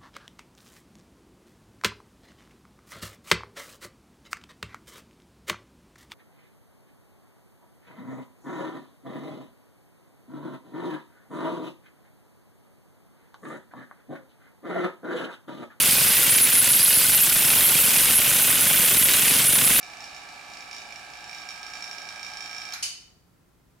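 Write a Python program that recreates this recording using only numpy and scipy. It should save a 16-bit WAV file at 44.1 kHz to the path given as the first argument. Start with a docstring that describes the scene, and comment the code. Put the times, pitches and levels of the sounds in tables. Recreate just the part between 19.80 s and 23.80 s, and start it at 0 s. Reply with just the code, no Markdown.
"""A rotary-vane vacuum pump drones in a small room: its two vanes clap against the casing, over the
whine and churn of the rotor. As the vacuum deepens, the claps get harder. Near 2.9 s the power switch
clicks and the pump shudders to a halt. A moment later a spring switch in the motor snaps back with a
metallic clack. Its ringing fades, and a faint room hum remains."""
import sys
import numpy as np
from scipy import signal
from scipy.fft import rfft, irfft
from scipy.io import wavfile
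from scipy.ndimage import uniform_filter1d, map_coordinates

SR = 44100
rng = np.random.default_rng(int(sys.argv[2]) if len(sys.argv) > 2 else 0)


def master(y):
    """Save y as 16-bit WAV."""
    cut = np.clip(np.atleast_2d(y).T, -1, 1)
    pcm = np.round(cut * 32767)  # scale
    wavfile.write(sys.argv[1], SR, pcm.astype(np.int16))


N = 176400
OFF_S, COAST_S = 2.935, 0.026  # when the power goes off, and how long the rotor runs on
ROTOR_PAN_DB = -2.5  # pan is always left level minus right level


# How hard the ordinary claps hit: t/s, relative level/dB
CLAP_LEVEL = [(0, -40.5), (.8, -41), (1.3, -40.5), (1.6, -35.5), (2.3, -37.5), (2.9, -32)]
# Single claps with a strength of their own, mostly harder: t/s, relative level/dB
HARD_CLAPS = [(0.2044, -32.5), (0.2214, -37), (0.3461, -33.5), (0.3636, -34.5), (0.5401, -41),
              (0.6108, -38.5), (0.7347, -33), (0.7514, -42), (0.7701, -34), (0.8051, -34.5),
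              (0.9113, -31.5), (0.9293, -31.5), (0.9464, -31.5), (0.9642, -32.5), (0.9822, -31.5),
              (1.1228, -34), (1.1583, -33), (1.3349, -35), (1.3529, -38.5), (1.4411, -32.5), (1.4945, -32),
              (1.5299, -31), (1.5823, -31), (1.6881, -28), (1.706, -30.5), (1.8297, -30), (1.8647, -30.5),
              (1.8996, -32.5), (1.9355, -29), (1.9524, -31), (2.0238, -27), (2.0413, -27.5),
              (2.1116, -28.5), (2.1296, -31), (2.1824, -30), (2.2169, -30), (2.2882, -27.5),
              (2.3588, -31.5), (2.3935, -30.5), (2.4289, -27.5), (2.4468, -29.5), (2.4643, -29),
              (2.5351, -29), (2.5701, -27), (2.6055, -27.5), (2.6234, -30), (2.6584, -29.5),
              (2.6937, -32.5), (2.7112, -30.5), (2.7641, -30.5), (2.7816, -27), (2.8165, -29),
              (2.8519, -29), (2.8874, -31), (2.9228, -26.5)]
def vanes(turns, tail):
    """Two vanes clap once each per turn, pushing the casing opposite ways."""
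    first_clap_s, jitter_s = .0107, .00005
    scatter_db, vane_gap_db, power_off_db = 3, 3.5, -9
    times = np.interp(np.arange(0, turns[-1], .5), turns, clock()) + first_clap_s
    times = times[times < OFF_S + COAST_S]
    level_chance, time_chance = rng.standard_normal((len(times), 2)).T
    push = (-1) ** np.arange(len(times))
    db = curve(times, CLAP_LEVEL) + scatter_db * level_chance
    db -= vane_gap_db / 2 * push  # one vane hits harder than the other
    db += power_off_db * (times > OFF_S)
    for when, strength_db in HARD_CLAPS:
        db[np.argmin(abs(times - when))] = strength_db  # set the nearest clap
    samples = ((times + jitter_s * time_chance) * SR).astype(int)
    return casing(samples, db, push, rotor_load(times), tail) + crack(samples, db, tail)


# The notes the casing rings at: f/Hz, fade time/s, rise time/s, level/dB,
# growth with clap strength/(dB per dB), relative change at full load/dB, pan/dB
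CASING_NOTES = [(1633, 0.022, 0.0035, -55, -0.07, 11, -3), (2348, 0.028, 0.00084, -48.5, 0.55, -2.5, -8.5),
                (2730, 0.0048, .001, -59.5, 1.2, -4, 7), (3200, 0.035, 0.00034, -70, 1.2, 6, -26),
                (3772, 0.023, 0.0059, -57, 1.06, -3, -5), (4540, 0.018, 0.00055, -58, 1.15, -4, -4.5),
                (5474, 0.019, 0.00063, -48, 1.5, -0.5, -4.5), (6350, 0.024, 0.0018, -63, 1, -7, 0),
                (7127, 0.018, 0.00032, -60, .8, -3.5, 0.5), (9360, 0.085, .0006, -77, 4, -18, 13)]
def casing(samples, clap_db, push, load, tail):
    """Each clap rings the casing like a bell; its strength and the load change the mix of notes."""
    scatter_db = 0.96  # every clap lands a little differently on each note
    age = clock()[:SR // 10]
    out = 0
    for hz, t60, rise_s, level_db, growth, load_db, pan_db in CASING_NOTES:
        hit_db = growth * clap_db + load_db * load + scatter_db * rng.standard_normal(len(samples))
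        hits = np.bincount(samples, push * amp(hit_db), N)
        note = ring(hits, np.sin(2 * np.pi * hz * age) * swell_and_fade(age, rise_s, t60))
        ears = np.array([unit(ear) for ear in in_room(note, tail, echo_db=-0.5)])
        out = out + amp(level_db) * pan(pan_db) * ears
    return out


# Tone colour of a clap's crack: f/Hz, relative level/dB
CRACK_COLOUR = [(800, -14), (2000, -6), (4500, 0), (6500, -9.5), (8000, -6), (10500, -12), (13000, -17),
                (16000, -19.5)]
def crack(samples, clap_db, tail):
    """Each clap also makes a short, bright burst of noise."""
    level_db, growth, rise_s = -52.5, 0.61, 0.0021
    age = clock()[:SR // 10]
    hits = np.bincount(samples, amp(growth * clap_db), N)
    burst = np.minimum(age / rise_s, 1) * decay(age, t60=0.031)
    cracks = colour(ring(hits, burst) * rng.standard_normal((2, N)), CRACK_COLOUR)
    return amp(level_db) * pan(-0.5) * unit(in_room(cracks, tail, echo_db=3))


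# How fast the shaft spins: t/s, speed/(turns per s)
SHAFT_SPEED = [(0, 28.29), (2.9, 28.365)]
def shaft_turns():
    """Count the turns the shaft has made so far; they time the claps, whine and churn."""
    return np.cumsum(curve(clock(), SHAFT_SPEED)) / SR


# How hard the rotor works: t/s, share of full load/(0 to 1)
ROTOR_LOAD = [(0, 0.09), (1, 0.25), (1.6, 0.79), (2.9, 0.95)]
def rotor_load(t):
    """The load on the rotor grows as the vacuum deepens."""
    return curve(t, ROTOR_LOAD)


# Pitches of the motor's own tones: f/Hz
MOTOR_HZ = (730, 829.2, 942.3, 968.5)
# Loudness of those tones: level/dB
MOTOR_DB = (-63.5, -59.5, -67, -66.5)
# The rotor's tones: multiple of the shaft speed, level at no load/dB, level at full load/dB, pan/dB
ROTOR_TONES = [(21, -74.5, -73.5, -3), (24, -75, -86, -3), (25, -59.5, -59, -3), (26, -59.5, -60.5, -3),
               (27, -66, -62.5, 0.5), (30, -67, -61, 0), (39, -67.5, -64.5, -2), (41, -62.5, -65.5, -7),
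               (43, -77.5, -72.5, -10), (45, -85, -52.5, 1), (46, -65, -70.5, 22.5), (48, -68, -67, -13),
               (57, -76, -56.5, -15), (61, -65, -64.5, -18)]
def whine(turns):
    """Rotor tones change level with the load and beat against motor tones; all fade after the stop."""
    spread_rad, sweep_start_s, sweep_s_per_hz = 0.44, -.0022, .00001
    t = clock()
    load = rotor_load(t)
    motor = sum(amp(db) * tone(hz * t, spread_rad) for hz, db in zip(MOTOR_HZ, MOTOR_DB))
    out = pan(ROTOR_PAN_DB) * motor
    for multiple, no_load_db, full_load_db, pan_db in ROTOR_TONES:
        hz = round(multiple) * SHAFT_SPEED[0][1]
        lag_s = sweep_start_s + sweep_s_per_hz * hz / 2  # high tones lag, so each push sweeps upward
        db = no_load_db + (full_load_db - no_load_db) * load
        out = out + amp(db) * pan(pan_db) * tone(round(multiple) * turns - hz * lag_s, spread_rad)
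    return out * decay(np.maximum(t - OFF_S, 0), t60=0.49)


# Tone colour of the churning rotor and oil: f/Hz, relative level/dB
CHURN_COLOUR = [(100, -36), (240, -3.5), (450, -9.5), (620, -4), (740, 0), (900, -0.5), (1030, -10),
                (1250, -0.5), (1430, -8.5), (1680, 0), (1900, -9), (2200, -7.5), (2650, -4), (3400, -13),
                (4600, -9.5), (6500, -17), (10000, -22.5), (15500, -42)]
# Loudness of the churning: t/s, level/dB
CHURN_LEVEL = [(0, -48.5), (1.3, -49), (2.1, -48), (2.9, -50)]
def churn(turns, tail):
    """The rotor rubs the same way on every turn, while the oil adds noise that never repeats."""
    alike_db, oil_db = -1.5, 3
    t = clock()
    one_turn = rng.standard_normal(int(SR / SHAFT_SPEED[0][1]))
    first, second = (map_coordinates(one_turn, [(turns + lag) % 1 * len(one_turn)], mode="wrap")
                     for lag in (0, .5))
    flipped, alike = first - second, first + second  # parts that flip or repeat every half turn
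    rub = keep_band(unit(flipped + amp(alike_db) * alike), "high", hz=535, order=4)
    oil = amp(oil_db) * rng.standard_normal(N)
    running = np.clip((OFF_S + COAST_S - t) / COAST_S, 0, 1)
    sound = colour(rub + oil, CHURN_COLOUR) * running * amp(curve(t, CHURN_LEVEL))
    return pan(ROTOR_PAN_DB) * in_room(sound, tail, echo_db=-1)


# Tone colour of the click: f/Hz, relative level/dB
SWITCH_COLOUR = [(500, -13), (1300, 2), (2800, -15), (4050, 9), (5700, 1), (6600, 6), (8500, -21),
                 (11500, -4), (16000, -22)]
def power_switch(tail):
    """The power switch flips with a sharp click."""
    return amp(-30) * pan(-2.5) * blow(OFF_S, SWITCH_COLOUR, tail, rise_s=.0008, t60=0.08, echo_db=-5.5)


# Tone colour of the shudder: f/Hz, relative level/dB
SHUDDER_COLOUR = [(300, -20), (600, -14), (900, -1), (1080, 0), (1350, 10), (2200, 5), (4000, -8),
                  (11500, -6), (13000, -20), (16000, -27)]
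def shudder(tail):
    """The pump shakes as it halts: a softer, longer burst of noise."""
    return amp(-42) * pan(3.5) * blow(OFF_S, SHUDDER_COLOUR, tail, rise_s=.005, t60=0.48, echo_db=-5)


# Tone colour of the clack: f/Hz, relative level/dB
CLACK_COLOUR = [(200, -23), (700, -17.5), (2000, -11), (2900, 0), (3400, -10), (4000, -2.5), (4700, 4),
                (6500, 0), (8000, -4.5), (9400, -5), (11000, -7), (12500, -17), (16000, -28)]
# Each time the spring switch hits home or bounces: t/s, relative level/dB
SPRING_HITS = [(3.0258, -5), (3.0284, -3), (3.0312, 4), (3.0324, -6), (3.0365, -6.5)]
# The notes of the spring switch and its housing: f/Hz, fade time/s, level/dB
SPRING_NOTES = [(732, 1.2, -78), (2670, .025, -68), (2990, 0.041, -57.5), (3660, 0.062, -64.5),
                (4420, 0.021, -63), (4647, 0.73, -65.5), (4865, 0.059, -66), (5030, 0.043, -61),
                (5730, 0.055, -65), (6010, 0.041, -80), (6590, 0.022, -59), (9300, 0.014, -60.5),
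                (9700, .03, -63)]
def spring_switch(tail):
    """The motor's spring switch clacks home and bounces; every hit rings its metal."""
    clack_s, ring_echo_db = 3.0245, 1.5
    out = amp(-25.5) * blow(clack_s, CLACK_COLOUR, tail, rise_s=.006, t60=0.0552, echo_db=3.5)
    age = clock()[:SR]
    times, hit_db = np.array(SPRING_HITS).T
    for hz, t60, level_db in SPRING_NOTES:
        phases = np.exp(2j * np.pi * rng.random((2, len(times))))  # start anywhere in the wave
        hits = np.zeros((2, N), complex)
        hits[:, (times * SR).astype(int)] = amp(hit_db) * phases
        note = ring(hits, np.exp(2j * np.pi * hz * age) * decay(age, t60)).imag
        echoes = amp(ring_echo_db) * unit(ring(note, tail))
        out = out + amp(level_db) * unit(unit(note) + echoes)
    return pan(-1) * out


# Tone colour of the moving air: f/Hz, relative level/dB
AIR_COLOUR = [(15, -49), (25, -7), (59, -10.5), (144, -7.5), (215, -14), (260, -12.5), (550, -22),
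              (1140, -24.5), (3170, -34), (15500, -38.5)]
# The tones of the room's hum: f/Hz, level/dB
HUM_TONES = [(59.2, -71.5), (177.6, -74.5), (328.4, -84.5), (1362, -84.5)]
def ventilation():
    """Quiet ventilation: a rumble alike in both ears, a wide hiss and a faint hum."""
    air_db, side_db = -63, -2.5
    middle, side = colour(rng.standard_normal((2, N)), AIR_COLOUR)
    side = keep_band(side, "high", hz=155, order=1) * np.array([[1], [-1]])
    hum = sum(amp(db) * tone(hz * clock(), spread_rad=0) for hz, db in HUM_TONES)
    return amp(air_db) * (middle + amp(side_db) * side) + hum


def room_tail():
    """The walls return a wash of echoes, different at each ear; the treble dies first."""
    gap_s, shared_db, split_hz = .004, -4.5, 5500
    age = clock()[:SR * 3 // 4] - gap_s
    noise = unit(rng.standard_normal((2, len(age))) + amp(shared_db) * rng.standard_normal(len(age)))
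    low = keep_band(noise, "low", split_hz) * decay(age, t60=0.52)
    high = keep_band(rng.standard_normal(noise.shape), "high", split_hz) * decay(age, t60=0.33)
    return unit(low + high) / np.sqrt(len(age))


def in_room(x, tail, echo_db):
    """Mix a sound with its echoes at about the same overall loudness."""
    return (x + amp(echo_db) * ring(x, tail)) / np.hypot(1, amp(echo_db))


def blow(start_s, spectrum, tail, rise_s, t60, echo_db):
    """Parts knock together: a burst of noise swells, dies and echoes."""
    width_db = 8  # the noise that differs between the ears, above the noise they share
    noise = colour(rng.standard_normal(N) + amp(width_db) * rng.standard_normal((2, N)), spectrum)
    burst = swell_and_fade(clock() - start_s, rise_s, t60) * noise
    return burst + amp(echo_db) * ring(burst, tail)


def tone(cycles, spread_rad):
    """A slightly wavering tone; the spread puts the two ears out of step."""
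    waver_rad, waver_db = 0.23, 1.5
    phase = 2 * np.pi * cycles + waver_rad * wander(rate_hz=10)
    gain = np.sqrt(2) * amp(waver_db * wander(rate_hz=6.61))
    return gain * np.sin(phase + spread_rad * rng.choice([-1, 1]) * np.array([[1], [-1]]))


def wander(rate_hz):
    """A slow random drift, about 1 in size."""
    hold = int(SR / rate_hz)
    steps = np.repeat(rng.standard_normal(N // hold + 1), hold)
    return unit(uniform_filter1d(uniform_filter1d(steps, hold), hold)[:N])


def colour(x, rows):
    """Shape a sound's lows and highs by rows of f/Hz, level/dB, then scale it to size 1."""
    hz, db = np.array(rows).T
    f = np.maximum(np.fft.rfftfreq(x.shape[-1], 1 / SR), 1)
    gain = amp(np.interp(np.log(f), np.log(hz), db)) * np.minimum(f / hz[0], 1)
    return unit(irfft(rfft(x) * gain, x.shape[-1]))


def keep_band(x, band, hz, order=2):
    """Keep the "low" or "high" side of a frequency; a higher order cuts more sharply."""
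    return signal.sosfilt(signal.butter(order, hz, band, fs=SR, output="sos"), x)


def ring(x, response):
    """Let every sample of x set off its own copy of the response."""
    return signal.fftconvolve(np.atleast_2d(x), np.atleast_2d(response), axes=-1)[:, :N]


def swell_and_fade(age, rise_s, t60):
    """Rise in a straight line from age 0, then die away."""
    return np.clip(age / rise_s, 0, 1) * decay(np.maximum(age - rise_s, 0), t60)


def decay(age, t60):
    """Silent before age 0, then 60 dB quieter every t60 seconds (the fade time)."""
    return (age >= 0) * np.exp(-np.log(1000) * np.maximum(age, 0) / t60)


def pan(db):
    """Left and right gains; positive is to the left."""
    return amp(np.array([[db], [-db]]) / 2)


def amp(db):
    """Turn decibels into a gain."""
    return 10 ** (np.asarray(db) / 20)


def unit(x):
    """Scale to an average size (rms) of 1."""
    return x / np.sqrt(np.mean(x ** 2))


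def curve(t, rows):
    """Join rows of t/s, value with straight lines."""
    return np.interp(t, *np.array(rows).T)


def clock():
    """The time of every sample, in seconds."""
    return np.arange(N) / SR


def scene():
    """The running pump, its stop and the room."""
    turns, tail = shaft_turns(), room_tail()
    pump = vanes(turns, tail) + whine(turns) + churn(turns, tail)
    stop = power_switch(tail) + shudder(tail) + spring_switch(tail)
    return pump + stop + ventilation()


def record(dry):
    """Cut the deepest rumble and the highest treble."""
    top_hz = 15850
    sound = keep_band(dry, "high", hz=36)
    return signal.sosfilt(signal.ellip(8, .2, 70, top_hz, fs=SR, output="sos"), sound)


dry = scene()
out = record(dry)
master(out)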